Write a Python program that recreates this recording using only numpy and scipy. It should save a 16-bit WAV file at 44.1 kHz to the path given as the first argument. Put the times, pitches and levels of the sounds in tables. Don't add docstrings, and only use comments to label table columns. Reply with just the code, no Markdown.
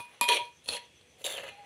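import sys
import numpy as np
from scipy import signal
from scipy.fft import rfft, irfft, next_fast_len
from scipy.io import wavfile
from scipy.ndimage import uniform_filter1d, map_coordinates

SR = 44100
rng = np.random.default_rng(int(sys.argv[2]) if len(sys.argv) > 2 else 0)


def invert_db(x):
    u = np.asarray(x, float) / 20
    return 10 ** u


def pcm_store(signal):
    levels = np.round(np.clip(np.atleast_2d(signal), -1, 1) * 32767)
    wavfile.write(sys.argv[1], SR, levels.astype(np.int16).T)


N = 72765
LEAD = 8820
M = N + LEAD
TIME_S = (np.arange(M) - LEAD) / SR

# time in seconds, peak in dB, clay ring in dB, brightness in dB.
KNOCKS = [(0.2115, -11, 4.5, 12.5), (0.2811, -20, -11, 1), (0.288, -5.5, -1.5, 7), (0.293, -9, -10, -13),
          (0.3372, -20, 5, -12), (0.3589, -17, -31, -16), (0.3693, -12.5, -9, -23),
          (0.377, -23.5, -14, -13), (0.641, -70, -19.5, 5), (0.6595, -38, -29.5, 9), (0.687, -21, -37, -19),
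          (1.0118, -48, -25, -7), (1.18, -71, -18, 23), (1.2176, -45, -16, 24), (1.2414, -32.5, -44, 20),
          (1.2492, -41, -40, 19), (1.2628, -29, -34, 20.5), (1.2648, -31, -38, 28), (1.267, -30, -36, 16),
          (1.2725, -27, -40, -1), (1.3167, -34, -42, 23.5), (1.3232, -28.5, -42, 22.5),
          (1.339, -26.5, -40, 14), (1.3716, -24.5, -40, 13), (1.379, -22.5, -23, -14),
          (1.385, -22, -34, -12), (1.459, -56, -30, 10), (1.4706, -32, -24, -3), (1.479, -31, -21, -8),
          (1.489, -36, -32, -9)]
EARLIER_S, EARLIER_DB = 0.0024, -20.5
BLOW_T60_S, BLOW_RISE_S = 0.011, 0.0004
# time in seconds, pressure in dB, bare clay in dB, fine grit in dB.
STROKES = [
    [(0, -51, 9.5, 18), (.074, -67.5, -16, 14.5), (.096, -54, -7, 10), (.2, -63, -8.5, 1.5)],
    [(.212, -26, 2.5, -7), (.278, -45.5, -19, 13)],
    [(.281, -32, -28, -0.5), (.2868, -22.5, -31, -12), (.2878, -20, -2.5, 0), (.335, -23, -5.5, 0),
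     (.372, -30.5, -9, -2), (.39, -40.5, 3, -6), (.46, -54.5, 2.5, 10.5)],
    [(.64, -75, -35, 29), (.662, -58, -19, 10), (.6858, -42, -27, 10.5), (.687, -28.5, -5.5, -2),
     (.716, -35, -21, 4.5), (.745, -36.5, -25, 5), (.776, -39, -38, 0), (.79, -59.5, -43, -13),
     (.85, -59.5, -28, -33)],
    [(1.18, -62.5, -37, 17.5), (1.241, -53.5, -27, 16), (1.243, -34.5, -44, 21), (1.31, -34.5, -13, 11.5),
     (1.345, -36, -16, 14), (1.386, -37, -42, 2), (1.405, -39, -19, 5), (1.495, -41.5, -3, 1),
     (1.503, -51.5, -8, -5), (1.65, -57.5, -8, -13)],
]
# centre in Hz, width in Hz, level in dB.
VOICES = [
    [(500, 910, 3), (2360, 1120, 7.5), (3810, 1390, -1), (9730, 410, -4.5)],
    [(500, 80, 5.5), (2000, 560, -1.5), (3410, 360, 5.5), (4660, 1060, -7.5), (7550, 460, -6.5),
     (9570, 610, -4), (11140, 540, 0)],
    [(451, 135, 5), (657, 315, 1), (2000, 570, -6), (3087, 342, 8), (3232, 308, 11), (4200, 330, -3),
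     (5800, 590, -16), (9600, 180, -0.5), (11300, 640, -17)],
    [(515, 76, 11.5), (2620, 244, 7.5), (3310, 280, 7), (4280, 182, 5.5), (6770, 1600, -15),
     (9610, 540, 2.5), (10160, 1000, -2)],
    [(540, 81, 12), (1684, 230, 0), (2030, 187, 3), (2800, 474, 2.5), (4395, 380, -9), (6240, 560, -17),
     (7430, 290, -18.5), (9770, 330, -10), (11340, 210, -21), (12500, 300, -19)],
]

GRAINS_PER_S, GRAIN_T60_S, GRAIN_SCATTER_DB = 2500, 0.0029, 2.5
PATCH_DB = 2.3
WALL_DB, GRIT_HZ = -24.5, 5740

# time in seconds, pitch in Hz, level in dB.
BLADE_TRACK = [(0, 2490, 4), (0.281, 2560, -4), (0.299, 3140, -5), (0.336, 2350, -5), (.372, 2420, 3),
               (.5, 2350, -4), (0.661, 3000, -4), (.7, 2600, -5.5), (0.749, 2860, -12), (0.77, 1920, 0),
               (.9, 2000, -13), (1.235, 3600, -24), (1.243, 3830, -5.5), (1.29, 3645, -9.5),
               (1.351, 3350, 5.5), (1.387, 2800, 3), (1.495, 2460, -6), (1.65, 2000, -14)]
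BLADE_WIDTH_HZ, BLADE_DB = 380, 2

# pitch in Hz, level in dB, T60 in seconds.
RIM = [(1150, -6, 0.06), (2355, -20, 0.2), (2466, -2, 0.3), (2482, -4, 0.1)]
# pitch in Hz, level in dB, T60 in seconds.
BELLY = [(2670, -10, 0.15), (2900, -10, .15), (3165, -10, 0.14), (3233, -4, 0.29), (3272, -9, 0.15),
         (3408, -10, .15), (3690, -12, .15), (4040, -13, 0.16), (4253, -7, 0.14), (4310, -10, .1)]
RIM_RUB_DB, BELLY_TAP_DB = -10, -21

# time in seconds, level in dB, rise in seconds, T60 in seconds, upper mode in dB.
NUDGES = [
    (-.02, -0.5, .002, 0.27, -7),
    (.2115, 10, 0.0015, 0.39, 2),
    (.297, 23, 0.0087, 0.14, -23),
    (.388, 9, 0.0051, 0.22, -25),
    (.667, -18.5, .003, 0.09, -6),
    (.7, -7, 0.0048, 0.13, -5),
    (.737, -5.5, .004, 0.38, -16),
]
LOW_HZ, LOW_UPPER_HZ, LOW_UPPER_T60_S = 960, 979, 0.34
LOW_RUB_DB, LOW_RUB_T60_S = -9, 0.14
CHOKE_S = 0.14

# time in seconds, level in dB.
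THUDS = [
    (0.2125, 2.5),
    (0.2864, -9),
    (0.6869, -2.5),
]
THUD, HOLLOW = (242, 122, 0), (550, 56, -2)

# time in seconds, level in dB, width in seconds.
HANDLING = [
    (0, -52.5, 0.014),
    (.42, -60.5, 0.027),
    (0.711, -55, 0.035),
    (1.3, -64.5, 0.075),
    (1.45, -61.5, 0.076),
]
PUSH_HZ, PUSH_WIDTH_HZ = 96, 180

# frequency in Hz, T60 in seconds.
ROOM = [(200, 0.32), (2000, 0.28), (10000, 0.14)]
ROOM_DB = -10
# frequency in Hz, gain in dB.
MIC = [(100, -31), (300, -5.5), (1300, -2.5), (3000, -3), (5400, 1.5), (11000, -3.5), (13000, -11),
       (15200, -4.5)]
LOW_CUT_HZ, TOP_HZ = 60, 15500

INSECT_HZ, INSECT_WIDTH_HZ, INSECT_DB, INSECT_DEPTH_DB = 6075, 446, -72.5, 7
SWELLS_PER_S, SWELL_TOP_S = 7.35, 0.975

# time in seconds, pitch in Hz, level in dB.
HOOT = [
    [(.99, 480, -76), (1.04, 485, -73), (1.11, 500, -71), (1.14, 730, -75.5), (1.2, 758, -70)],
    [(1.515, 806, -55.5), (1.55, 805, -53.5), (1.567, 802, -62), (1.585, 825, -51.5), (1.62, 813, -51.5),
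     (1.65, 806, -55.5)],
]

# frequency in Hz, density in dB per Hz.
HUM = [(30, -40), (75, -1.5), (300, -11.5), (1500, -19), (2600, -10), (5140, -23.5), (9500, -23.5),
       (13000, -37.5)]
# centre in Hz, width in Hz, lift in dB.
HUM_PEAKS = [(480, 68, 6), (3350, 140, 8.5), (9200, 370, -1)]
HUM_DB = -62.5


def unit(x):
    return x / np.sqrt(np.mean(x ** 2) + 1e-20)


def along(points, hz):
    f, v = np.transpose(points)
    return np.interp(np.log(hz + 1), np.log(f + 1), v)


def filtered(x, response):
    m = next_fast_len(x.shape[-1] + SR // 2)
    spectrum = rfft(x, m) * response(np.fft.rfftfreq(m, 1 / SR))
    return irfft(spectrum, m)[..., :x.shape[-1]]


def peaks(table, f):
    total = 0
    for k, (hz, width_hz, db) in enumerate(table):
        damping = 1j * f * width_hz
        total = total + (-1) ** k * invert_db(db) * damping / (hz * hz - f * f + damping)
    return total


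def wobble(knots_per_s):
    knots = rng.standard_normal(int(M * knots_per_s / SR) + 4)
    return map_coordinates(knots, [np.arange(M) * knots_per_s / SR])


def patchy(x, depth_db, size):
    z = signal.stft(np.pad(x, (0, size)), nperseg=size)[2]
    field = uniform_filter1d(rng.standard_normal(z.shape), 6, 0)
    field = uniform_filter1d(field, 4, 1)
    return signal.istft(z * invert_db(depth_db * unit(field)), nperseg=size)[1][:M]


def spoon():
    out, rubbed, tapped = np.zeros((3, M))
    bursts = knock_bursts()
    tapped[LEAD + round(EARLIER_S * SR)] = invert_db(EARLIER_DB + 11.5)
    starts_s = [rows[0][0] - 0.003 for rows in STROKES]
    for k, (rows, voice) in enumerate(zip(STROKES, VOICES)):
        s, press_db, bare_db, fine_db = np.transpose(rows)
        span_s = [s[0] - 0.001, *s, s[-1] + 0.096]
        rub = grit() * invert_db(np.interp(TIME_S, span_s, [-100, *press_db, -100]))
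        rubbed += rub * invert_db(np.interp(TIME_S, s, bare_db))
        blows = np.zeros(M)
        for (when_s, db, ring_db, bright_db), burst in zip(KNOCKS, bursts):
            if np.searchsorted(starts_s, when_s) - 1 == k:
                i = LEAD + round(when_s * SR)
                blows[i:i + 600] += invert_db(db - 5.0) * shelf(burst, bright_db)
                tapped[i + 4] += invert_db(db + ring_db + 16.5)
        coarse = shelf(rub, -29)
        fine = (rub - coarse) * invert_db(np.interp(TIME_S, s, fine_db))
        force = coarse + fine + blows
        out += invert_db(6) * filtered(force, lambda f: peaks(voice, f) + invert_db(WALL_DB))
        out += invert_db(13) * blade(force)
    return out + clay(rubbed, tapped) + low_pair() + thud()


def knock_bursts():
    t = np.arange(600) / SR
    envelope = invert_db(-60 * t / BLOW_T60_S) * (1 - np.exp(-t / BLOW_RISE_S))
    bursts = rng.standard_normal((len(KNOCKS), 600)) * envelope
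    bursts[:, 4] += 5
    return bursts


def grit():
    sizes = invert_db(GRAIN_SCATTER_DB * np.minimum(rng.exponential(1, M), 3))
    slips = (rng.random(M) < GRAINS_PER_S / SR) * sizes
    decay = invert_db(-60 * np.arange(200) / SR / GRAIN_T60_S)
    slip_level = unit(signal.fftconvolve(slips, decay)[:M])
    hiss = patchy(rng.standard_normal(M), PATCH_DB, size=256)
    return unit((slip_level + 0.74) * hiss * invert_db(2.2 * wobble(70)))


def shelf(x, db):
    high = filtered(x, lambda f: (1j * f / (GRIT_HZ + 1j * f)) ** 2)
    return x + (invert_db(db) - 1) * high


def blade(force):
    s, hz, db = np.transpose(BLADE_TRACK)
    turn = np.exp(2j * np.pi * np.cumsum(np.interp(TIME_S, s, hz)) / SR)
    pole = np.exp(-np.pi * BLADE_WIDTH_HZ / SR)
    slow = signal.lfilter([(1 - pole) ** 2], np.poly([pole, pole]), force / turn)
    return 2 * invert_db(BLADE_DB + np.interp(TIME_S, s, db)) * (slow * turn).real


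def ring(modes):
    t = np.arange(SR // 2) / SR
    return 0.03 * sum(invert_db(db - 60 * t / t60_s) * np.sin(2 * np.pi * hz * t) for hz, db, t60_s in modes)


def clay(rubbed, tapped):
    low = signal.fftconvolve(rubbed, ring([(LOW_HZ, LOW_RUB_DB, LOW_RUB_T60_S)]))[:M]
    rim = signal.fftconvolve(invert_db(RIM_RUB_DB) * rubbed + tapped, ring(RIM))[:M]
    belly = signal.fftconvolve(rubbed + invert_db(BELLY_TAP_DB) * tapped, ring(BELLY))[:M]
    return low + rim + belly


def low_pair():
    out = np.zeros(M)
    for s, db, rise_s, t60_s, upper_db in NUDGES:
        t = np.maximum(TIME_S - s, 0)
        lower = np.sin(2 * np.pi * LOW_HZ * t)
        upper = invert_db(upper_db - 60 * t / LOW_UPPER_T60_S) * np.sin(2 * np.pi * LOW_UPPER_HZ * t)
        decay = invert_db(db - 35 - 60 * t / t60_s - 10 * (t / CHOKE_S) ** 6)
        out += decay * (1 - np.exp(-t / rise_s)) * (lower + upper)
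    return out


def thud():
    taps = np.zeros(M)
    for s, db in THUDS:
        taps[LEAD + round(s * SR)] = invert_db(db + 12.0)
    return filtered(taps, lambda f: peaks([THUD], f) ** 2 + peaks([HOLLOW], f))


def handling():
    noise = rng.standard_normal(M)
    low = unit(filtered(noise, lambda f: peaks([(PUSH_HZ, PUSH_WIDTH_HZ, 0)], f) ** 2))
    return low * sum(invert_db(db) * np.exp(-((TIME_S - s) / width_s) ** 2) for s, db, width_s in HANDLING)


def room(x):
    hz, t, z = signal.stft(rng.standard_normal(SR // 2), SR, nperseg=256)
    decay = invert_db(-60 * t / along(ROOM, hz)[:, None])
    tail = signal.istft(z * decay, SR, nperseg=256)[1]
    delayed = np.pad(x, (250, 0))
    return signal.fftconvolve(delayed, tail / np.linalg.norm(tail))[:M]


def insect():
    noise = rng.standard_normal(M)
    rasp = unit(filtered(noise, lambda f: peaks([(INSECT_HZ, INSECT_WIDTH_HZ, 0)], f) ** 2))
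    swell = np.cos(2 * np.pi * SWELLS_PER_S * (TIME_S - SWELL_TOP_S))
    return rasp * invert_db(INSECT_DB + INSECT_DEPTH_DB * swell + 4.5 * wobble(3))


def hoot():
    out = np.zeros(M)
    for s, hz, db in map(np.transpose, HOOT):
        level_db = np.interp(TIME_S, [s[0] - 0.02, *s, s[-1] + 0.023], [-110, *db, -110])
        phase = 2 * np.pi * np.cumsum(np.interp(TIME_S, s, hz)) / SR
        out += np.sqrt(2) * invert_db(level_db + wobble(37.1)) * np.sin(phase)
    return out


def house():
    z = signal.stft(rng.standard_normal(M + 512), nperseg=512)[2]
    field = uniform_filter1d(rng.standard_normal(z.shape), 6, 0)
    field = uniform_filter1d(field, 12, 1)
    noise = signal.istft(z * invert_db(1.4 * unit(field)), nperseg=512)[1][:M]

    def response(f):
        lift_db = sum(db * np.exp(-((f - hz) / width_hz) ** 2) for hz, width_hz, db in HUM_PEAKS)
        return invert_db(along(HUM, f) + lift_db)

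    return invert_db(HUM_DB) * unit(filtered(noise, response))


def scene():
    near = spoon()
    near = near + invert_db(ROOM_DB) * room(near)
    gain = invert_db(2 * along(MIC, np.linspace(0, SR / 2, 129)))
    colour = signal.firwin2(257, np.linspace(0, 1, 129), gain)
    near = signal.lfilter(signal.minimum_phase(colour), 1, near)
    return (near + house() + insect() + hoot() + handling())[None, LEAD:]


def band_limit(x):
    return signal.sosfilt(signal.butter(12, 16490, fs=SR, output="sos"), x)


def record(dry):
    def band(f):
        return (1j * f / (LOW_CUT_HZ + 1j * f)) ** 2 / (1 + (f / TOP_HZ) ** 60)

    mix = filtered(dry, band)
    return band_limit(mix)


dry = scene()
out = record(dry)
pcm_store(out)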